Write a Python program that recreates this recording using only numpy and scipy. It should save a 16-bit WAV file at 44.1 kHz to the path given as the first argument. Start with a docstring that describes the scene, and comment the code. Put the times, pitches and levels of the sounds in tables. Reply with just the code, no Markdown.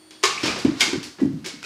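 """A ball launcher's motor whines in a bare hallway, and a small dog's claws tick on the wooden floor.
At a quarter of a second it fires with a hard plastic clack that jolts the floor; the whine sinks away.
The ball thuds on boards and walls while the dog turns to give chase: pads squeak, claws click, paws thump.
A second clack comes at 0.8 s, then the loudest skid and more thuds, thinning out to a few last clicks.
Every contact rings on in the room."""
import sys
import numpy as np
from scipy import signal
from scipy.fft import rfft, irfft, next_fast_len
from scipy.io import wavfile
from scipy.ndimage import uniform_filter1d

SR = 44100
rng = np.random.default_rng(int(sys.argv[2]) if len(sys.argv) > 2 else 0)


def transcribe(signal):
    """Save signal, clipped to [-1, 1], as a 16-bit WAV file at the path in sys.argv[1]."""
    frames = np.atleast_2d(signal).T
    limited = np.clip(frames, -1, 1)
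    pcm = np.round(limited * 32767).astype(np.int16)
    wavfile.write(sys.argv[1], SR, pcm)


N = 72765
HIT_SAMPLES = 2 ** 15  # one contact and its tail

# The tone of claws on wood. Each row: frequency in Hz, gain in dB.
CLAW_EQ = [(60, -12), (200, 2), (380, 5), (700, -5), (1400, -3.5), (2500, 0.5), (3600, -1.5), (5000, -0.5),
           (7000, -8), (10000, -17.5), (15500, -34)]


def amp(db):
    """Decibels to gain."""
    return 10 ** (np.asarray(db) / 20)


def unit_rms(x):
    """Scale to rms 1."""
    return x / np.sqrt(np.mean(x ** 2) + 1e-20)


def unit_energy(x):
    """Scale to energy 1."""
    return x / (np.linalg.norm(x) + 1e-20)


def along(points, hz):
    """Read (Hz, value) points on a log frequency axis."""
    f, v = np.transpose(points)
    return np.interp(np.log(hz + 1), np.log(f + 1), v)


def fader(points):
    """Turn (seconds, dB) points into one gain per sample."""
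    return amp(np.interp(np.arange(N) / SR, *np.transpose(points)))


def hit_axes():
    """Times and frequencies of one contact's sound."""
    return np.arange(HIT_SAMPLES) / SR, np.fft.rfftfreq(HIT_SAMPLES, 1 / SR)


def decay(t, t60):
    """Exponential fall of 60 dB in t60 seconds."""
    return np.exp(-np.log(1000) * t / t60)


def causal_eq(db):
    """Minimum-phase response with these gains: nothing rings ahead of the attack."""
    cepstrum = irfft(np.log(amp(db) + 1e-6))
    half = len(cepstrum) // 2
    return np.exp(rfft(np.concatenate([cepstrum[:1], 2 * cepstrum[1:half], np.zeros(half)])))


def resonances(rows, f):
    """Response of a bank of resonators, alternating in polarity."""
    return sum((-1) ** k * amp(db) * 1j * f * width / (hz * hz - f * f + 1j * f * width)
               for k, (hz, width, db) in enumerate(rows))


def place(track, start, db, sound):
    """Mix a sound in at start seconds; db sets the rms of its first 25 ms."""
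    part = track[max(round(start * SR), 0):][:len(sound)]
    part += amp(db) * sound[:len(part)] / np.std(sound[:SR // 40])


def hall_tail():
    """A fresh hallway reverb of energy 1: noise that builds fast and dies at each band's own rate."""
    # Each row: frequency in Hz, reverb time (t60) in seconds.
    reverb_times = [(120, 0.52), (350, 0.23), (1000, 0.55), (2500, 0.39), (5000, 0.45), (9000, 0.37),
                    (15000, 0.17)]
    hz, t, bands = signal.stft(rng.standard_normal(HIT_SAMPLES), SR, nperseg=256)
    bands *= decay(t, along(reverb_times, hz)[:, None])
    tail = signal.istft(bands, SR, nperseg=256)[1][:HIT_SAMPLES]
    build_up = 1 - np.exp(-hit_axes()[0] / 0.0025)
    return unit_energy(tail * build_up)


def in_hall(sound, room_db):
    """A sound plus its reverb."""
    return sound + amp(room_db) * irfft(rfft(sound) * rfft(hall_tail()))


def contact(t60, room_db):
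    """Spectrum of a brief rough contact and the room's answer."""
    burst = unit_energy(rng.standard_normal(HIT_SAMPLES) * decay(hit_axes()[0], t60))
    return rfft(burst + amp(room_db) * hall_tail())


def air():
    """The hallway's still air: a faint, steady bed of dark noise."""
    # Each row: frequency in Hz, gain in dB.
    air_eq = [(25, -26), (80, 5.5), (300, 2), (600, 1), (1500, -1), (5000, -7), (9000, -11.5),
              (15500, -20.5)]
    colour = amp(along(air_eq, np.fft.rfftfreq(N, 1 / SR)))
    return amp(-56.5) * unit_rms(irfft(rfft(rng.standard_normal(N)) * colour, N))


def motor():
    """The launcher's motor: a hum and a thin whine that sink away after the shot."""
    # Motor tones. Each row: pitch in Hz, opening level in dB, line width in Hz.
    tones = [(312, -55, 1.5), (363, -62, 2), (3381, -67, 30), (4335, -67, 30), (4484, -64, 20),
             (4646, -66, 20), (8807, -73, 6), (8974, -61, 1)]
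    # Their fade. Each row: time in seconds, gain in dB.
    fade_out = [(0, 0), (.25, 0), (.65, -7), (1.0, -14), (1.3, -22)]
    out, t = np.zeros(N), np.arange(N) / SR
    for hz, db, width in tones:
        phase_drift = np.cumsum(rng.standard_normal(N)) * np.sqrt(2 * np.pi * width / SR)
        out += amp(db) * unit_rms(np.sin(2 * np.pi * hz * t + phase_drift))
    return out * fader(fade_out)


def skid():
    """Slipping paws scatter many tiny claw ticks."""
    # The skid's swells. Each row: time in seconds, level in dB.
    swells = [(0, -82), (.33, -40), (.36, -39), (.42, -36.5), (.5, -36.5), (.62, -34.5), (.69, -47),
              (.77, -43.5), (.83, -24.5), (1.15, -60.5), (1.65, -52.5)]
    ticks_per_s, scatter_db, room_db = 260, 3, 6.5
    onsets = rng.random(N) < ticks_per_s / SR
    strengths = amp(scatter_db * rng.standard_normal(N)) * rng.choice([-1, 1], N)
    colour = causal_eq(along(CLAW_EQ, hit_axes()[1]))
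    tick = irfft(colour * (1 + amp(room_db) * rfft(hall_tail())))
    return unit_rms(signal.fftconvolve(onsets * strengths, tick)[:N]) * fader(swells)


def squeaks():
    """A paw pad sticks and slips on the varnish for an instant."""
    # Each row: start in seconds, level in dB, pitch in Hz.
    slips = [(0.374, -32, 2364), (0.483, -30.5, 2440)]
    length_s, waver_depth = 0.013, 0.059
    out, t = np.zeros(N), hit_axes()[0]
    envelope = np.sin(np.pi * np.minimum(t / length_s, 1))
    for start, db, hz in slips:
        waver = unit_rms(uniform_filter1d(rng.standard_normal(HIT_SAMPLES), size=64))
        chirp = envelope * np.sin(2 * np.pi * hz * np.cumsum(1 + waver_depth * waver) / SR)
        place(out, start, db, in_hall(chirp, room_db=-3))
    return out


def claws():
    """Claws click on the boards, each with a brief woody ring; the farther ones are mostly room."""
    # Each row: start in seconds, level in dB, tilt in dB per octave, ring pitch in Hz,
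    # ring against click in dB, the click's reverb send in dB.
    strikes = [(0.108, -46, 1.5, 3330, -6, 1), (0.126, -54, -2.5, 4440, -6, 17),
               (.4325, -23.5, -1.5, 5400, -8.5, 10.5), (.458, -24.5, 0, 1223, -7, 9),
               (0.481, -27, -4, 2380, -10, 9), (.56, -31.5, -4, 2400, -13, 6.5),
               (.588, -37, 4, 4580, -12, 8), (.649, -29, -4.5, 2340, -15.5, 6.5),
               (0.931, -33.5, -3, 1530, -5.5, -6), (1.0298, -37, 1.5, 1590, -23, 2.5),
               (1.04, -39, 7.5, 4460, -4, 3), (1.186, -37, -7, 1700, -15, 11),
               (1.203, -45, 1, 1950, -0.5, 3), (1.444, -36, 0.5, 1605, -10, 12),
               (1.461, -32, 3, 2200, -7.5, 5), (1.6288, -38.5, 1.5, 1454, 0.5, 0),
               (1.64, -35, 1, 2480, -2, 20)]
    out, (t, f) = np.zeros(N), hit_axes()
    octaves = np.log2(np.clip(f, 500, 12000) / 3000)  # the tilt pivots at 3 kHz
    for start, db, tilt, hz, ring_db, room_db in strikes:
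        colour = causal_eq(along(CLAW_EQ, f) + tilt * octaves)
        click = unit_energy(irfft(colour * contact(t60=0.024, room_db=room_db)))
        wood = np.sin(2 * np.pi * hz * t) * decay(t, t60=0.034)
        ring = unit_energy(in_hall(wood, room_db=0))
        place(out, start, db, click + amp(ring_db) * ring)
    return out


def thuds():
    """The shot jolts the floor, then ball and paws land: low thuds that set boards and room booming."""
    # Each row: start in seconds, level in dB, pitch in Hz, boom trim in dB, reverb send in dB.
    impacts = [(0.253, -52, 107, 11, 3.5), (0.4346, -24, 318, -9, -5), (0.474, -34.5, 208, -12, 2),
               (0.6484, -13.5, 297, -5, -5), (.692, -23, 278, -7, -16), (.874, -32, 346, 9, 12.5),
               (0.93, -23, 318, -4, -1.5), (0.953, -28.5, 305, -26, -8.5), (0.973, -33.5, 163, -17, -19),
               (1.036, -42, 313, -10, 13), (1.2148, -17.5, 296, 3.5, 2.5), (1.229, -20, 253, 9, -2),
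               (1.257, -19.5, 280, 6.5, -15), (1.299, -32, 285, 16, 2), (1.333, -28.5, 173, -13, -5),
               (1.36, -36, 279, -25, 5), (1.451, -40, 373, -13, 12), (1.534, -41, 234, 7, 3.5)]
    # Floorboard modes. Each row: pitch in Hz, relative level in dB, ring time (t60) in seconds.
    board_modes = [(71.6, -13, 0.39), (103, -12, 0.33), (127.8, -3.5, 0.33), (149, 0, 0.41),
                   (170.7, -0.5, .28), (235, 0.5, 0.15), (270.9, 1.5, 0.32), (295, 0.5, 0.58),
                   (333, -8, 0.26), (392, -28, .2)]
    # The tone of a soft slap. Each row: frequency in Hz, gain in dB.
    slap_eq = [(25, -42), (70, 6), (200, 6), (500, -0.5), (1000, -19), (2500, -39), (6000, -29),
               (15000, -46)]
    push_cycles, slap_db, boom_db = 3.47, -14.5, -18
    out, (t, f) = np.zeros(N), hit_axes()
    slap = unit_energy(irfft(causal_eq(along(slap_eq, f))))
    for start, db, hz, boom_trim_db, room_db in impacts:
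        progress = t * hz / push_cycles
        push = np.sin(np.pi * np.minimum(progress, 1)) ** 2 * np.sin(2 * np.pi * hz * t)
        direct = push + amp(slap_db) * np.linalg.norm(push) * slap
        boards = sum(amp(mode_db) * decay(t, t60) * np.sin(2 * np.pi * (mode_hz * t + rng.random()))
                     for mode_hz, mode_db, t60 in board_modes)
        boom = amp(boom_db + boom_trim_db) * (1 - np.exp(-progress)) * boards
        place(out, start, db, in_hall(direct, room_db) + boom)
    return out


def launcher():
    """The mechanism slips, then slams home: a plastic crack, and the ring of shell and catch."""
    # Each row: slam time in seconds, level in dB, the slip's lead in seconds, slip against slam in dB,
    # shell ring trim in dB, catch ring trim in dB.
    clacks = [(0.2364, -15, .0065, -15.5, 5, -3.5), (0.253, -22, 0.0034, -37, 5.5, 0),
              (0.8066, -14.5, 0.0091, -18.5, -12, 1.5)]
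    # Resonances of the shell and of the catch. Each row: pitch in Hz, width in Hz, gain in dB.
    shell_modes = [(390.6, 47.6, 18.5), (497.4, 12, 12), (808.5, 3.4, 13), (1088, 50, 13),
                   (1140, 8.8, 10.5), (1177, 7.9, 16.5), (1260, 65, 8.5), (1765, 17, 11.5), (2554, 8.9, 4),
                   (2775, 17, 3), (3880, 30, 3.5)]
    catch_modes = [(1493, 39, 7.3), (2130, 33, 16.2), (2170, 52, 13), (2270, 44, 14.7), (2400, 15, 13),
                   (3154, 21, 10.3), (3683, 63, 5.3), (4520, 32, 4.3), (4876, 56, 6.6)]
    # The tone of the plastic crack. Each row: frequency in Hz, gain in dB.
    crack_eq = [(60, -34), (200, -20), (370, -6), (560, -8), (900, -2.5), (1700, -2.5), (3000, 3.5),
                (5000, 2), (6900, -0.5), (8200, -7.5), (12000, -18), (15500, -29)]
    ring_db, ring_room_db = -4.5, 3.5
    out, f = np.zeros(N), hit_axes()[1]
    colour = causal_eq(along(crack_eq, f))
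    for start, db, lead_s, slip_db, shell_db, catch_db in clacks:
        slip, crack = [colour * contact(t60=0.05, room_db=2) for _ in range(2)]
        body = amp(shell_db) * resonances(shell_modes, f) + amp(catch_db) * resonances(catch_modes, f)
        kick = colour * (2 + amp(ring_room_db) * rfft(hall_tail()))  # an impulse and its reverb
        place(out, start - lead_s, db + slip_db, irfft(slip))
        place(out, start, db, irfft(crack + amp(ring_db) * body * kick))
    return out


def scene():
    """Launcher, ball, dog and hallway air, mixed to mono."""
    return (launcher() + thuds() + claws() + squeaks() + skid() + motor() + air())[None]


def record(dry):
    """A small microphone: thin in the deep bass, rounding the highest peaks, band-limited."""
    low_hz, top_hz = 54.7, 15600
    thin = signal.sosfilt(signal.butter(2, low_hz, "high", fs=SR, output="sos"), dry)
    rounded = thin / (1 + np.abs(thin) ** 6) ** (1 / 6)
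    padded = next_fast_len(N + HIT_SAMPLES)
    passband = np.fft.rfftfreq(padded, 1 / SR) < top_hz
    return irfft(rfft(rounded, padded) * passband, padded)[:, :N]


dry = scene()
out = record(dry)
transcribe(out)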